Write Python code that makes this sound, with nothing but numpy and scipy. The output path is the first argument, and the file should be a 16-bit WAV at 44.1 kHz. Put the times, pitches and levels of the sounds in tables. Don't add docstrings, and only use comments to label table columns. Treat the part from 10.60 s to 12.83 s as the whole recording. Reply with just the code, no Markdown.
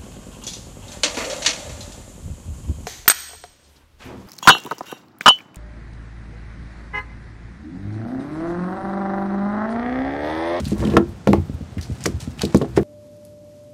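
import sys
import numpy as np
from scipy import signal
from scipy.fft import rfft, irfft
from scipy.io import wavfile

SR = 44100
rng = np.random.default_rng(int(sys.argv[2]) if len(sys.argv) > 2 else 0)


def transcribe(signal):
    frames = np.atleast_2d(signal).T
    limited = np.clip(frames, -1, 1)
    pcm = np.round(limited * 32767).astype(np.int16)
    wavfile.write(sys.argv[1], SR, pcm)


def field_ratio(decibels):
    return 10 ** (np.asarray(decibels, dtype=float) / 20)


N = 98431

# [s, before ring_scale]
SHELL_MODES = [(88, -2, 0.22), (151.7, -13.5, 0.64), (207, 4.5, 0.15), (250, -4, 0.2), (336.1, -4, 0.32),
               (396.3, 2, 0.12), (459, -0.5, 0.13), (538, 0.5, 0.069), (670, -5.5, 0.1), (798, -4.5, 0.069),
               (1125, 0.5, 0.027), (1360, -7.5, 0.048), (1723, -2, 0.021)]


def in_time(rows, outside_db=-120):
    s, db = np.transpose(rows)
    return field_ratio(np.interp(np.arange(N) / SR, s, db, left=outside_db, right=outside_db))


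def rms_one(x):
    return x / np.sqrt(np.mean(x ** 2) + 1e-20)


def colour(x, points):
    hz, db = np.transpose(points)
    f = np.maximum(np.fft.rfftfreq(len(x), 1 / SR), 1)
    gain = field_ratio(np.interp(np.log(f), np.log(hz), db))
    return rms_one(irfft(rfft(x) * gain, len(x)))


def soften(x, hz):
    r = np.exp(-2 * np.pi * hz / SR)
    return signal.lfilter([(1 - r) ** 2], [1, -2 * r, r * r], x)


def grains(per_s, spread_db):
    size = field_ratio(spread_db * np.minimum(rng.exponential(1, N), 5))
    sign = rng.choice([-1, 1], N)
    return size * sign * (rng.random(N) < per_s / SR)


def add(out, s, sound):
    i = max(int(s * SR), 0)
    out[i:i + len(sound)] += sound[:N - i]


def quiet_floor():
    # [dB per Hz, relative]
    floor_colour = [(120, -15), (200, -4), (321, -13.5), (422, -15), (842, -20), (1050, -23), (1400, -23.5),
                    (2130, -29.5), (6130, -35.5), (8350, -39), (15500, -66)]
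    return field_ratio(-44) * colour(rng.standard_normal(N), [(60, -43)] + floor_colour)


def rumble():
    # time_s [s], level_db [dB rms before the lumps]
    handling = [(0, -31.5), (.2, -27), (.45, -33), (.65, -43.5), (.7, -23.5), (.83, -32.5), (1.0, -37.5),
                (1.07, -42), (1.5, -33), (1.78, -35.5), (2.0, -38.5), (2.23, -26.5)]
    # [dB per Hz, relative]
    low_colour = [(25, -26), (60, 11.5), (90, 11), (130, 8.5), (250, -7), (600, -42.5)]
    lumps_db = 3 * rms_one(soften(rng.standard_normal(N), 33))
    return in_time(handling) * field_ratio(lumps_db) * colour(rng.standard_normal(N), low_colour)


def scrape():
    # time_s [s], level_db [dB rms]
    strokes = [
        [(0, -30.5), (.016, -49), (.06, -47.5), (.118, -38), (.156, -52.5), (.2, -39), (.29, -47.5),
         (.303, -57), (.36, -41)],
        [(1.1, -54), (1.205, -74), (1.215, -46), (1.3, -53), (1.4, -51.5), (1.415, -36), (1.425, -47.5),
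         (1.455, -35.5), (1.484, -46), (1.595, -60.5), (1.605, -40), (1.75, -58.5)],
        [(1.775, -48), (1.795, -43), (1.804, -46.5), (1.812, -28.5), (1.83, -33.5), (1.89, -45.5), (1.94, -46),
         (1.96, -44.5), (2.06, -55), (2.14, -71), (2.172, -29.5)],
    ]
    tilts = [0, 1, -1.2]
    # [dB per Hz, relative]
    bristle_colour = [(300, -46), (700, 2), (1100, -5), (2000, -4.5), (4000, -6), (8500, -9.5),
                      (12000, -23), (16000, -33)]
    catch_db, catch_hz = 3.5, 45
    hz, db = np.transpose(bristle_colour)
    octaves = np.log2(hz / 3000)
    out = np.zeros(N)
    for level, tilt_db in zip(strokes, tilts):
        tilted = np.c_[hz, db + tilt_db * octaves]
        bristles = colour(grains(per_s=5000, spread_db=3.5), tilted)
        coarse = soften(bristles, 6000)
        fine = bristles - coarse
        coarse_clumps, fine_clumps = [field_ratio(catch_db * rms_one(soften(white, catch_hz)))
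                                      for white in rng.standard_normal((2, N))]
        out += in_time(level) * rms_one(coarse_clumps * coarse + fine_clumps * fine)
    return out


def ticks():
    # [s, of the crack without its tail]
    cracks = [(0.053, -23.5, 4130, 0.0028), (0.0795, -36, 9100, 0.06), (0.181, -36, 8500, 0.0096),
              (0.194, -39.5, 7700, 0.018), (0.25, -28, 3070, 0.017), (0.2723, -29, 2620, 0.024),
              (0.298, -37, 3100, 0.18), (.336, -33, 2440, 0.023), (0.3674, -18.5, 2870, 0.035),
              (0.673, -16.5, 2140, 0.0086), (0.677, -38, 4050, 0.2), (0.731, -19.5, 2130, 0.0074),
              (1.181, -33.5, 1830, 0.076), (1.2117, -29.5, 4740, 0.019), (1.224, -40.5, 4800, 0.16),
              (1.439, -21, 6500, 0.018), (1.457, -14.5, 2060, 0.018), (1.459, -14, 5670, 0.022),
              (1.6025, -33, 5000, 0.022), (1.616, -40.5, 4770, 0.05), (1.7925, -28, 2670, 0.027),
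              (1.818, -11.5, 4400, 0.0099), (1.851, -21.5, 4230, 0.014), (1.9455, -27.5, 1860, 0.026),
              (1.946, -23.5, 5970, 0.02), (1.957, -31.5, 4350, 0.068), (1.972, -22.5, 8200, 0.0068),
              (2.017, -29.5, 3320, 0.037), (2.175, -28, 1700, 0.064)]
    rise_s, tail_db, tail_t60_s = .0005, -25, .16
    spread_oct = .48
    out, t = np.zeros(N), np.arange(8192) / SR
    tail = field_ratio(tail_db - 60 * t / tail_t60_s)
    for (s, db, hz, t60), white in zip(cracks, rng.standard_normal((len(cracks), len(t)))):
        burst = white * (1 - np.exp(-t / rise_s)) * (field_ratio(-60 * t / t60) + tail)
        edges = np.clip(hz * 2 ** (np.array([-.5, .5]) * spread_oct), 100, .45 * SR)
        band = signal.sosfilt(signal.butter(1, edges, "band", fs=SR, output="sos"), burst)
        onset_rms = np.std(band[:60])
        add(out, s, field_ratio(db) * band / onset_rms / 2)
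    return out


def shell_ring(hz, slopes_db, ring_scale, chance):
    scatter_db, grip_detune = 2.5, .02
    travel_s = .0015
    rise_cycles = .25
    modes_hz, db, t60 = np.transpose(SHELL_MODES)[:, :, None]
    octaves = np.log2(modes_hz / hz)
    db = db - np.abs(octaves) * np.where(octaves < 0, *slopes_db) + scatter_db * chance[0]
    modes_hz = modes_hz * (1 + grip_detune * chance[1])
    lag = travel_s * (np.sqrt(200 / modes_hz) - 1 / 4)
    t = np.maximum(np.arange(SR // 2) / SR - lag, 0)
    swell = 1 - np.exp(-t * modes_hz / rise_cycles)
    decay = field_ratio(db - 60 * t / (t60 * max(ring_scale, .05)))
    return np.sum(swell * decay * np.sin(2 * np.pi * modes_hz * t), axis=0)


def drag():
    # time_s [s], level_db [dB rms]
    pull = [(.12, -46), (.2, -26.5), (.256, -23), (.31, -25.5), (.36, -24.5)]
    slips = grains(per_s=900, spread_db=4)
    ring = shell_ring(hz=1710, slopes_db=(0, 2), ring_scale=.52, chance=np.zeros(2))
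    steady_rms = np.std(signal.fftconvolve(slips, ring))
    return signal.fftconvolve(slips * in_time(pull), ring)[:N] / steady_rms


def blows(rows, slopes_db, chatter_db):
    chatter_per_s, chatter_t60_s = 700, .13
    out, t = np.zeros(N), np.arange(4096) / SR
    fading = field_ratio(chatter_db - 60 * t / chatter_t60_s)
    chances = rng.standard_normal((len(rows), 2, len(SHELL_MODES), 1))
    draws = rng.random((len(rows), 2, len(t)))
    for (s, db, hz, ring_scale), chance, (born, size) in zip(rows, chances, draws):
        contact = (born < chatter_per_s / SR) * (2 * size - 1) * fading
        contact[0] = 1
        ring = signal.fftconvolve(shell_ring(hz, slopes_db, ring_scale, chance), contact)
        add(out, s, field_ratio(db) * ring / np.abs(ring).max())
    return signal.sosfilt(signal.butter(2, 70, "high", fs=SR, output="sos"), out)


def bumps():
    # start_s [s], level_db [dB peak before the bass cut], pitch_hz [Hz, favoured],
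    # ring_scale [multiplier on the modes' ring time: below 1 damped, above 1 longer ringing]
    soft_hits = [(.002, -20, 250, 0.36), (.064, -15.5, 183, 0.2), (.118, -8.5, 273, 0.44),
                 (.204, -15, 307, 0.33), (.228, -14.5, 152, 0.47), (.250, -9, 250, 0.58),
                 (.273, -11.5, 250, 0.69), (.338, -9, 316, 0.9), (.686, -6, 340, 0.77),
                 (.708, -17.5, 129, 0.58), (.765, -13, 109, 0.6), (.896, -13, 179, 0.11),
                 (.943, -27, 88, 0.79), (1.009, -17, 130, 0.15), (1.169, -17.5, 240, 0.18),
                 (1.176, -14.5, 100, 0.19), (1.298, -14.5, 195, 0.11), (1.311, -12.5, 89, 0.1),
                 (1.463, -6.5, 505, 0.43), (1.489, -17.5, 144, 0.18), (1.535, -15.5, 73, 0.39),
                 (1.675, -12.5, 175, 0.11), (1.834, -9.5, 322, 0.58)]
    return blows(soft_hits, slopes_db=(6, 13), chatter_db=-20)


def knocks():
    # start_s [s], level_db [dB peak before the bass cut], pitch_hz [Hz, favoured],
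    # ring_scale [multiplier on the modes' ring time: below 1 damped, above 1 longer ringing]
    hard_hits = [(.3675, 2.5, 1340, 0.53), (.3705, -11, 1440, 1.2), (.374, -8.5, 293, 1.18),
                 (.672, -1.5, 566, 0.63), (.732, -0.5, 670, 0.34), (1.457, -8.5, 1500, 0.13),
                 (1.9455, 3.5, 256, 0.32), (2.0135, -6, 397, 0.43), (2.021, -10, 318, 0.62),
                 (2.044, -22.5, 840, 0.68), (2.1745, 1.5, 430, 0.44), (2.198, -13.5, 285, 0.51)]
    return blows(hard_hits, slopes_db=(7, 4.5), chatter_db=-17)


def room(x):
    level_db, t60_s, cut_hz, gap_s = -23.5, .2, 1020, .004
    t = np.arange(SR // 2) / SR
    tail = soften(rng.standard_normal(len(t)), cut_hz) * field_ratio(-60 * t / t60_s) * (t > gap_s)
    return field_ratio(level_db) * signal.fftconvolve(x, tail / np.sqrt(np.sum(tail ** 2)))[:N]


def scene():
    shell = scrape() + ticks() + drag() + bumps() + knocks()
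    return (quiet_floor() + rumble() + room(shell) + shell)[None]


def low_pass(x):
    return signal.sosfilt(signal.butter(12, 16450, fs=SR, output="sos"), x)


def record(dry):
    x = signal.sosfilt(signal.butter(4, 50, "high", fs=SR, output="sos"), dry)
    x = signal.sosfilt(signal.butter(8, 15000, fs=SR, output="sos"), x)
    return low_pass(np.clip(x, -1, 1))


dry = scene()
out = record(dry)
transcribe(out)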